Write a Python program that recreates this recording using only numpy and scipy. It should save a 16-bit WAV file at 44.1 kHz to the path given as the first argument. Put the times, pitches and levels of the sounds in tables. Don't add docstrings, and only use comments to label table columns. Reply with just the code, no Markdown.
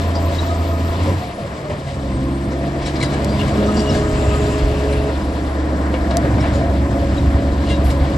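import sys
import numpy as np
from scipy import signal
from scipy.fft import rfft, irfft, next_fast_len
from scipy.io import wavfile
from scipy.ndimage import uniform_filter1d

SR = 44100
rng = np.random.default_rng(int(sys.argv[2]) if len(sys.argv) > 2 else 0)


def materialize(psi):
    bounded = np.clip(np.atleast_2d(psi).T, -1, 1)
    quanta = np.round(bounded * 32767).astype(np.int16)
    wavfile.write(sys.argv[1], SR, quanta)


def invert_db(x):
    u = np.asarray(x, float) / 20
    return 10 ** u


N = 360297


def rms_one(x):
    return x / np.sqrt(np.mean(x ** 2) + 1e-20)


def in_time(rows, fade_s=0.03):
    s, *columns = np.transpose(rows)
    t = np.arange(N) / SR
    gate = np.clip(np.minimum(t - s[0], s[-1] - t) / fade_s + 1, 0, 1)
    return [np.interp(t, s, c) for c in columns] + [gate]


def at_hz(points, hz):
    points = np.array(points)
    return np.interp(np.log(hz + 1), np.log(points[:, 0] + 1), points[:, 1])


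def band_pass(order, edges_hz, x):
    return signal.sosfilt(signal.butter(order, edges_hz, "band", fs=SR, output="sos"), x)


def low_pass(order, edge_hz, x):
    return signal.sosfilt(signal.butter(order, edge_hz, fs=SR, output="sos"), x)


def drift(rate):
    r = np.exp(-80 * np.pi * rate / SR)
    noise = rng.standard_normal(N // 40 + 2002)
    slow = signal.lfilter([1], [1, -2 * r, r * r], noise)[2000:]
    return np.interp(np.arange(N) / 40, np.arange(len(slow)), rms_one(slow))


def tone(turns, level_db, waver_db, wobble):
    phase = 2 * np.pi * (turns + rng.random()) + wobble * drift(14.0)
    return np.sqrt(2) * invert_db(level_db + waver_db * drift(14.4)) * np.sin(phase)


def ring(clicks, hz, t60):
    r, w = invert_db(-60 / (t60 * SR)), 2 * np.pi * hz / SR
    return signal.lfilter([0, np.sin(w)], [1, -2 * r * np.cos(w), r * r], clicks + 1e-18)


def spells(rows):
    t = np.arange(N) / SR
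    out = np.full((len(rows[0]) - 2, N), invert_db(-55.5))
    for start, end, *levels_db in rows:
        gate = np.clip(np.minimum(t - start, end - t) / 0.016 + 1, 0, 1)
        out += invert_db(np.array(levels_db))[:, None] * gate
    return 20 * np.log10(out)


# (frequency [Hz], correlation [0-1])
NOISE_LIKENESS = [(60, 1), (125, 1), (250, 1), (500, 0.93), (1100, 0.24), (1500, 0.61), (2500, 0.42),
                  (5000, 0.87), (6600, 0.24), (7000, 1), (9000, 0.89), (11000, 1)]


def banded_noise(spectrum, patchy_db):
    hz = np.fft.rfftfreq(N, 1 / SR)
    mid, side = rfft(rng.standard_normal((2, N))) * invert_db(at_hz(spectrum, hz))
    alike = np.clip(at_hz(NOISE_LIKENESS, hz), 0, 1)
    pair = np.sqrt(1 + alike) * mid + np.sqrt(1 - alike) * side * [[1], [-1]]
    low, high = spectrum[0][0], spectrum[-1][0]
    place = np.log2(np.clip(hz, low, high) / low) / np.log2(high / low) * 5
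    out, together = 0, drift(2.0)
    for k in range(6):
        share = np.cos(np.pi / 2 * np.clip(place - k, -1, 1)) ** 2
        flicker = invert_db(patchy_db * (0.35 * together + drift(15)))
        out = out + flicker * irfft(pair * share * (hz < high), N)
    return rms_one(out)


# (time [s], firing rate [1/s])
FIRING_RATE = [(0.0, 84.3), (0.6, 83.6), (0.82, 82.8), (0.95, 84.5), (1.07, 89.5), (1.15, 92.5),
               (1.2, 91.4), (1.4, 84.5), (1.6, 76.7), (1.8, 70.2), (2.0, 67.0), (2.2, 66.7), (2.5, 68.7),
               (3.0, 70.2), (3.4, 69.7), (3.8, 70.1), (4.25, 69.3), (5.0, 70.4), (5.35, 71.5), (5.8, 70.5),
               (6.3, 70.3), (6.8, 69.5), (8.17, 69.9)]
# (time [s], exhaust beat at the firing rate [dB rms], roar reference [dB])
ENGINE_EFFORT = [(0.0, -18, -22), (0.8, -19.5, -23.5), (0.97, -21, -22.5), (1.13, -15.5, -20.5),
                 (1.18, -20, -27), (1.21, -52, -26.5), (1.8, -49, -27), (2.0, -30, -27), (2.18, -22.5, -25),
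                 (2.8, -28, -22.5), (3.7, -23.5, -19.5), (4.4, -21.5, -21), (5.35, -22.5, -21.5),
                 (6.1, -20, -19), (6.42, -23.5, -18.5), (6.8, -20.5, -21.5), (8.17, -19, -20)]
# (time [s], level at 2, 3, 4 and 5 times the firing rate [dB])
UPPER_TONES = [(0.0, -48, -36.5, -43, -64), (1.0, -37, -33, -34, -39), (1.3, -41, -52, -64, -49),
               (1.85, -33, -40, -43, -61), (2.2, -29, -30.5, -25.5, -28.5), (3.0, -27.5, -44, -40, -33.5),
               (3.25, -24.5, -28.5, -33.5, -40), (3.8, -29.5, -19.5, -33.5, -33),
               (3.95, -26.5, -61, -33.5, -40), (5.0, -28, -37, -28.5, -38), (5.35, -42, -41, -32.5, -46),
               (6.2, -34, -31.5, -31.5, -46), (6.75, -34.5, -30, -27, -32), (8.17, -25.5, -32, -29.5, -39)]
# (multiple of crank speed,
# level against the roar reference at high revs [dB], at working revs [dB])
CRANK_ORDERS = [(5, -13, -13.5), (7, -28, -20.5), (10, -10.5, -19), (11, -21, -14), (13, -23, -10.5),
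                (14, -24, -14)]


def diesel():
    rate, _ = in_time(FIRING_RATE)
    first_db, roar_db, _ = in_time(ENGINE_EFFORT)
    second_db, _, fourth_db, fifth_db, _ = in_time(UPPER_TONES)
    firings = np.cumsum(rate) / SR
    fuel = np.clip((uniform_filter1d(first_db, size=4000) + 40) / 10, .1, 1)
    out = tone(firings, first_db, waver_db=1.2, wobble=.08)
    out += tone(2 * firings, second_db, waver_db=1.5, wobble=.2)
    out += tone(4 * firings, fourth_db, waver_db=1.5, wobble=.25)
    out += tone(5 * firings, fifth_db, waver_db=1.5, wobble=.25)
    crank_turns = firings / 3
    fast = np.clip((rate - 72) / 10, 0, 1)
    for multiple, fast_db, slow_db in CRANK_ORDERS:
        level_db = roar_db + fast * fast_db + (1 - fast) * slow_db
        out += fuel * tone(multiple * crank_turns, level_db, waver_db=2, wobble=.3)
    return out, firings, fuel, roar_db


# (frequency [Hz], relative density [dB per Hz])
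ROAR_SPECTRUM = [(120, -13.5), (200, 0.5), (227, -4.5), (278, -4), (470, -7.5), (667, -5.5), (847, -14.5),
                 (999, -15), (1470, -18), (1800, -18), (2340, -29), (3960, -120)]


def roar(roar_db, throb):
    return invert_db(roar_db - 4.0) * (1 + 0.014 * throb) * banded_noise(ROAR_SPECTRUM, patchy_db=1.67)


def knock(firings, fuel, roar_db):
    fired = np.diff(np.floor(firings), prepend=0) * rng.normal(0.1, 1, N)
    revs_db = 71.0 * np.log10(in_time(FIRING_RATE)[0] / 70)
    block = ring(ring(fired, hz=991, t60=0.037), hz=1020, t60=0.0054)
    return fuel * invert_db(roar_db - 22.5 + revs_db) * rms_one(block)


# (start [s], end [s], level at 6 times the firing rate [dB], at 9 times [dB])
PUMP_PRESSURE = [(3.15, 3.5, -35, -35.5), (3.56, 5.1, -26, -31), (6.3, 6.8, -49, -39)]


def pump(firings, fuel):
    levels_db = [in_time(UPPER_TONES)[1], *spells(PUMP_PRESSURE)]
    pulses = 3 * firings
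    series = sum(tone((k + 1) * pulses, db, waver_db=1.3, wobble=.25) for k, db in enumerate(levels_db))
    return fuel * series


# (start [s], end [s], multiple of the firing rate, level [dB rms])
HIGH_WHINES = [(0.45, 0.897, 15, -43), (3.56, 4.496, 18, -46.5), (5.03, 5.15, 20, -50)]


def high_whines(firings):
    out = np.zeros(N)
    for start, end, multiple, level_db in HIGH_WHINES:
        gate = in_time([(start,), (end,)])[0]
        out += gate * tone(multiple * firings, level_db, waver_db=7.5, wobble=0.25)
    return out


# (start [s], end [s], level [dB rms])
GEAR_SPELLS = [(0.0, 0.95, -33), (1.2, 1.45, -34.5), (1.5, 1.75, -39), (1.9, 2.28, -36.5), (3.2, 5.05, -46),
               (6.55, 8.17, -33)]


def gear_whine(firings):
    return tone(8 * firings, spells(GEAR_SPELLS)[0], waver_db=1.5, wobble=.35)


# (time [s], frequency [Hz], level before a 2 dB cut [dB])
TURBO_WHISTLE = [(0, 12200, -55), (.88, 11880, -53), (1.02, 12300, -60), (1.17, 12300, -60),
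                 (1.28, 11250, -54), (1.45, 10150, -62), (1.7, 8800, -60), (1.9, 8330, -53),
                 (2.03, 8180, -62), (2.13, 8230, -53), (2.4, 8620, -55), (2.95, 9300, -58),
                 (4.2, 10100, -62), (5.25, 10500, -58), (5.95, 9900, -60), (6.5, 9400, -64),
                 (8.17, 9780, -64)]


def turbo():
    hz, level_db, _ = in_time(TURBO_WHISTLE)
    turns = np.cumsum(hz * (1 + .0015 * drift(40))) / SR
    return tone(turns, level_db - 2 + 3 * drift(25), waver_db=4, wobble=.4)


# (frequency [Hz], width [Hz], level against the roar reference [dB])
PANELS = [(552.3, 43, -15), (680, 39, -17), (1016, 79, -22)]


def housing(roar_db):
    air = rng.standard_normal(N)
    out = np.zeros(N)
    for hz, width, level_db in PANELS:
        panel = ring(ring(air, hz, 1.57 / width), hz, 1.57 / width)
        out += invert_db(roar_db + level_db + 4.8 * drift(4.7)) * rms_one(panel)
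    return out


# (time [s], ring before a 27 dB cut [dB], ring frequency [Hz],
# grit before its envelope [dB], rattle length [s])
LINK_CLANKS = [(0.151, -11, 4900, -43, 0.02), (0.316, -25.5, 3820, -46, 0.23),
               (1.87, -43, 2870, -40.5, 0.065), (2.507, -26, 4900, -42, 0.028),
               (2.816, -29, 3200, -38.5, 0.043), (2.858, -26, 3540, -31, 0.034),
               (2.956, -14, 4550, -38, 0.016), (3.001, -21, 4200, -34, 0.027),
               (3.025, -26, 4000, -32, 0.016), (3.026, -26, 7600, -21.5, 0.0091),
               (3.045, -15, 4450, -38, 0.013), (3.136, -21, 1700, -32.5, 0.014),
               (3.396, -13, 2830, -36, 0.03), (3.475, -24, 4700, -34, 0.022),
               (3.767, -10, 4840, -37, 0.022), (3.792, -9, 5100, -34, 0.019),
               (3.898, -27, 4300, -35, 0.042), (3.94, -26, 4800, -36, 0.069),
               (4.926, -32, 2150, -31, 0.014), (5.94, -15.5, 2630, -50, 0.016),
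               (6.108, -17, 3750, -35, 0.0086), (6.399, -28, 2200, -36, 0.017),
               (6.419, -30, 1400, -35.5, 0.036), (6.471, -25, 2040, -41, 0.02),
               (6.532, -42, 4200, -39, 0.042), (7.664, -30, 2980, -39.5, 0.043),
               (7.687, -26, 3580, -36, 0.047), (7.847, -40, 2660, -37.5, 0.038),
               (7.899, -36, 4300, -31.5, 0.018)]
# (frequency [Hz], relative level [dB], 60 dB decay time [s])
LINK_MODES = [(1657, 5, 0.13), (2050, 6.5, 0.051), (2270, 4.5, 0.077), (2890, 8, 0.011), (3400, 6, 0.012),
              (3890, 10, 0.011), (4200, 0, 0.031), (4670, -1, 0.022), (4900, 0.5, 0.02), (5530, -2, 0.022),
              (7140, 5.5, 0.0074), (8250, 8, 0.0074), (8570, 5, 0.024)]


def tracks():
    contacts = 0.74 * rng.standard_normal(N) * (rng.random(N) < 4000 / SR)
    luck = rng.normal(0, 3, (len(LINK_CLANKS), len(LINK_MODES)))
    sand = rng.standard_normal(N) * invert_db(1.5 * drift(200))
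    out, drives, t = np.zeros(N), np.zeros((len(LINK_MODES), N)), np.arange(SR // 5) / SR
    for (s, ring_db, ring_hz, grit_db, length_s), chance_db in zip(LINK_CLANKS, luck):
        at = round(s * SR)
        span = slice(at, at + len(t))
        shape = np.exp(-(t / length_s) ** 2)
        grit = rms_one(band_pass(2, [ring_hz / 1.7, ring_hz * 1.7], sand[span]))
        out[span] += invert_db(grit_db) * shape * (1 - np.exp(-t / 0.007)) * grit
        rattle = shape * contacts[span]
        rattle[0] += 0.7
        for drive, (hz, _, _), extra_db in zip(drives, LINK_MODES, chance_db):
            near = invert_db(ring_db - 27.0) * np.exp(-(np.log2(hz / ring_hz) / 0.19) ** 2)
            drive[span] += rattle * (near + invert_db(grit_db - 23.0 + extra_db))
    for drive, (hz, level_db, t60) in zip(drives, LINK_MODES):
        out += ring(drive * invert_db(level_db), hz, t60)
    return low_pass(4, 9500, out)


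def ticks(hiss_db):
    heights = invert_db(3 * np.minimum(rng.exponential(1, N), 3))
    sizes = heights * (rng.random(N) < 150 / SR)
    dealt = rng.integers(0, len(LINK_MODES), N)
    rings = np.zeros(N)
    for k, (hz, level_db, t60) in enumerate(LINK_MODES):
        rings += ring(sizes * (dealt == k) * invert_db(level_db), hz, t60)
    return invert_db(hiss_db - 14) * rms_one(low_pass(2, 6000, rings))


# (time [s], level [dB rms])
SHOE_RASP = [(4.15, -42), (4.6, -43.5), (5.1, -46)]


def rasp():
    level_db, gate = in_time(SHOE_RASP)
    width_hz = 240
    scrape = rms_one(ring(rng.standard_normal(N), 2690, 2.2 / width_hz))
    return gate * invert_db(level_db + 2 * drift(14)) * scrape


# (time [s], frequency [Hz], level [dB], octave level [dB]),
# both levels before a wavering grip that averages -3 dB
PIN_SQUEAL = [(3.57, 2830, -46, -50), (3.65, 2900, -44, -46), (3.77, 2840, -41, -50), (3.9, 2870, -39, -50),
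              (4.0, 2830, -49, -55)]


def squeal():
    hz, low_db, high_db, gate = in_time(PIN_SQUEAL)
    turns = np.cumsum(hz * (1 + .007 * drift(120))) / SR
    grip = invert_db(5 * drift(16) - 3)
    low = tone(turns, low_db, waver_db=1.5, wobble=.4)
    high = tone(2 * turns, high_db, waver_db=1.5, wobble=.4)
    return gate * grip * (low + high)


# (time [s], length [s], start frequency [Hz], end frequency [Hz],
# level before the envelope [dB])
PIN_CHIRPS = [(0.384, 0.019, 3810, 3880, -26.5), (2.851, 0.018, 5500, 5480, -32),
              (2.858, .018, 7600, 7600, -36), (3.011, 0.006, 2300, 2180, -15.5),
              (3.012, 0.011, 4130, 4080, -23), (3.025, 0.011, 2250, 1990, -19),
              (3.029, .016, 4020, 3850, -29), (3.042, .022, 4900, 4850, -35),
              (3.044, 0.0097, 1730, 1700, -28), (3.053, 0.032, 3900, 3920, -36),
              (3.286, 0.1, 4740, 4800, -39), (3.39, .03, 2850, 2820, -33),
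              (3.893, 0.016, 5300, 5400, -28.5), (4.926, .009, 4050, 4070, -31),
              (5.219, .008, 5080, 5050, -33), (6.108, .006, 5400, 5300, -35),
              (6.394, 0.007, 2210, 2210, -29), (6.403, 0.012, 5400, 5400, -28),
              (6.47, .014, 2030, 2040, -36), (6.535, 0.049, 6900, 6900, -45),
              (7.177, 0.014, 3850, 3870, -31), (7.66, 0.031, 2780, 2790, -38),
              (7.7, 0.049, 2790, 2780, -28.5), (7.698, 0.034, 2100, 2070, -29),
              (7.702, .025, 3220, 3200, -33), (7.712, 0.065, 3820, 3840, -37)]


def chirps():
    out, rough = np.zeros(N), drift(110)
    t = np.arange(round(.2 * SR)) / SR
    for s, length_s, start_hz, end_hz, level_db in PIN_CHIRPS:
        at = round(s * SR)
        span = slice(at, at + len(t))
        shape = (1 - np.exp(-t / 0.003)) * np.exp(-(t / length_s) ** 3)
        hz = start_hz + (end_hz - start_hz) * np.minimum(t / length_s, 1)
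        phase = 2 * np.pi * np.cumsum(hz) / SR + .4 * rough[span]
        out[span] += invert_db(level_db + 2.5 * rough[span]) * shape * np.sin(phase)
    return out


# (time [s], level [dB rms])
STEERING_LEVEL = [(3.75, -42.5), (3.9, -48.5), (4.4, -43), (4.6, -49)]
# (frequency [Hz], width [Hz], relative level [dB])
STEERING_NOTES = [(6800, 48, -13), (7000, 110, -9), (7250, 33, -4), (7600, 36, -5), (8040, 84, -4)]


def steering():
    level_db, gate = in_time(STEERING_LEVEL)
    air = rng.standard_normal(N)
    chord = sum(invert_db(db) * rms_one(ring(air, hz, 2.2 / width)) for hz, width, db in STEERING_NOTES)
    return gate * invert_db(level_db) * rms_one(band_pass(4, [6300, 8700], chord))


# (time [s], click level before gain and filter [dB])
STONE_SNAPS = [(3.2465, -16), (6.1704, -7.5)]


def snaps():
    clicks = np.zeros(N)
    clicks[[round(s * SR) for s, _ in STONE_SNAPS]] = invert_db(np.array(STONE_SNAPS)[:, 1])
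    decay = signal.lfilter([0, 1], [1, -invert_db(-60 / (0.03 * SR))], clicks)
    tail = decay * rng.standard_normal(N)
    return band_pass(2, [3800, 9800], invert_db(15.0) * clicks + invert_db(-12) * tail)


# (time [s], level before the envelope [dB], frequency [Hz], decay time constant [s])
FRAME_THUDS = [(1.698, -18, 600, 0.035), (1.716, -7.5, 244, 0.0068), (1.733, -22, 614, 0.012),
               (2.817, -18, 710, 0.0077), (3.03, -9, 137.4, 0.028), (3.769, -9.5, 230, 0.031),
               (3.9, -9, 91, 0.058), (3.933, -13, 218, 0.046), (3.955, -11, 149, .03),
               (4.517, -21, 594, .01), (5.94, -11.5, 520, 0.014), (6.11, -16.5, 627, 0.028),
               (6.249, -11, 400, 0.011), (6.38, -16, 600, .012), (6.439, -14, 680, 0.014),
               (6.457, -15, 720, 0.011), (7.422, -19, 590, 0.012)]


def thuds():
    out, t = np.zeros(N), np.arange(round(.25 * SR)) / SR
    noise = rng.standard_normal((len(FRAME_THUDS), len(t)))
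    for (s, level_db, hz, decay_s), shake in zip(FRAME_THUDS, noise):
        dull = band_pass(2, [hz / 2.5, hz * 2.5], shake)
        body = 0.62 * np.sin(2 * np.pi * hz * t) + 0.38 * rms_one(dull)
        at = round(s * SR)
        shape = (1 - np.exp(-t / 0.0009)) * np.exp(-t / decay_s)
        out[at:at + len(t)] += invert_db(level_db) * body * shape
    return out


# (time [s], level [dB rms])
AIR_PUFF = [(7.85, -42), (7.87, -45), (7.91, -46), (7.94, -62)]


def puff():
    level_db, gate = in_time(AIR_PUFF, fade_s=0.011)
    air = band_pass(4, [10600, 11800], rng.standard_normal((2, N)))
    return gate * invert_db(level_db) * rms_one(air)


# (frequency [Hz], relative density [dB per Hz])
HISS_SPECTRUM = [(700, -2.5), (1100, -0.5), (1480, -7.5), (2200, -8), (4400, -13), (5600, -16), (6300, -21),
                 (8000, -19), (8850, -20.5), (9150, -36), (10100, -42), (10500, -27.5), (11650, -24),
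                 (11800, -72)]


def hiss(hiss_db, throb):
    return invert_db(hiss_db + 2.0) * (1 + 0.024 * throb) * banded_noise(HISS_SPECTRUM, patchy_db=1.44)


# (frequency [Hz], relative density [dB per Hz])
RUMBLE_SPECTRUM = [(12, -67), (25, -33), (40, 7), (58, 12), (80, 6), (110, -40)]
ROLLER_SPECTRUM = [(45, -32), (65, 6), (110, 7), (190, -5.5), (280, -11)]


def ground(rumble_db, rollers_db):
    rumble = invert_db(rumble_db - 0.5) * banded_noise(RUMBLE_SPECTRUM, patchy_db=6.0)
    return rumble + invert_db(rollers_db + 9.5) * banded_noise(ROLLER_SPECTRUM, patchy_db=3.5)


def yard(x):
    dull, out = signal.lfilter([.55], [1, -.45], x), np.zeros((2, N))
    lags = (rng.uniform(0.0025, .03, 8) * SR).astype(int)
    for k, lag in enumerate(lags):
        out[k % 2, lag:] += dull[:-lag] * (-1) ** (k // 2)
    return out


# (time [s], fan and track hiss [dB], ground rumble [dB], track rollers [dB])
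TRACK_TRAVEL = [(0.0, -34, -35, -41), (0.8, -35, -40, -46), (1.05, -32.5, -35, -32),
                (1.36, -38, -48, -41.5), (2.1, -39.5, -26, -39), (2.8, -37.5, -35, -49),
                (3.4, -31, -29, -32.5), (3.8, -32, -34, -34), (3.94, -32, -24, -31), (4.5, -32, -28, -32.5),
                (5.05, -34.5, -25.5, -39), (5.7, -38.5, -32, -51), (6.3, -36, -26.5, -30.5),
                (6.9, -38, -25.5, -33), (7.2, -36, -22, -28.5), (7.6, -37.5, -25, -38.5),
                (8.17, -36, -22, -34)]


def scene():
    hiss_db, rumble_db, rollers_db, _ = in_time(TRACK_TRAVEL)
    exhaust, firings, fuel, roar_db = diesel()
    throb = np.cos(2 * np.pi * firings)
    engine = exhaust + knock(firings, fuel, roar_db) + housing(roar_db)
    whines = pump(firings, fuel) + high_whines(firings) + gear_whine(firings) + turbo()
    friction = squeal() + chirps() + steering()
    metal = tracks() + ticks(hiss_db) + rasp()
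    noises = roar(roar_db, throb) + hiss(hiss_db, throb) + ground(rumble_db, rollers_db) + puff()
    return engine + whines + friction + thuds() + snaps() + metal + invert_db(-9.0) * yard(metal) + noises


def band_limit(x):
    return signal.sosfilt(signal.butter(12, 13060, fs=SR, output="sos"), x)


# (frequency [Hz], left over right [dB])
PORT_TILT = [(300, -.5), (640, .6), (1160, 2), (2100, 4.5), (3800, 6.5), (6900, 3.5), (9000, 0)]
# (frequency [Hz], phase by which left leads [radians]), more near 1500 Hz at first
PORT_LEAD = [(30, .07), (70, .09), (150, .22), (300, .3), (600, .45), (1030, .9), (1290, 1.8), (1520, 1.9),
             (1850, 1.3), (2240, .6), (4820, -.1), (5770, -.9), (6200, -1.3), (6900, 0), (8000, -.1),
             (8600, -1.4), (9100, -3.05), (9900, -3.3), (10500, -4.8), (11000, -6.1), (12200, -6.8)]


def record(dry):
    size = next_fast_len(N + 4096)
    hz = np.fft.rfftfreq(size, 1 / SR)
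    half = invert_db(at_hz(PORT_TILT, hz) / 2) * np.exp(1j * at_hz(PORT_LEAD, hz) / 2)
    bump = np.exp(-(np.log2((hz + 1) / 1500) / .18) ** 2)
    more = np.exp(.5j * .9 * bump)
    after = rfft(dry, size) * [half, 1 / half] * (hz < 12350)
    before = after * [more, 1 / more]
    turned = np.interp(np.arange(N) / SR, [2.8, 3.3], [0, 1])
    ports = turned * irfft(after, size)[:, :N] + (1 - turned) * irfft(before, size)[:, :N]
    return band_limit(ports)


dry = scene()
out = record(dry)
materialize(out)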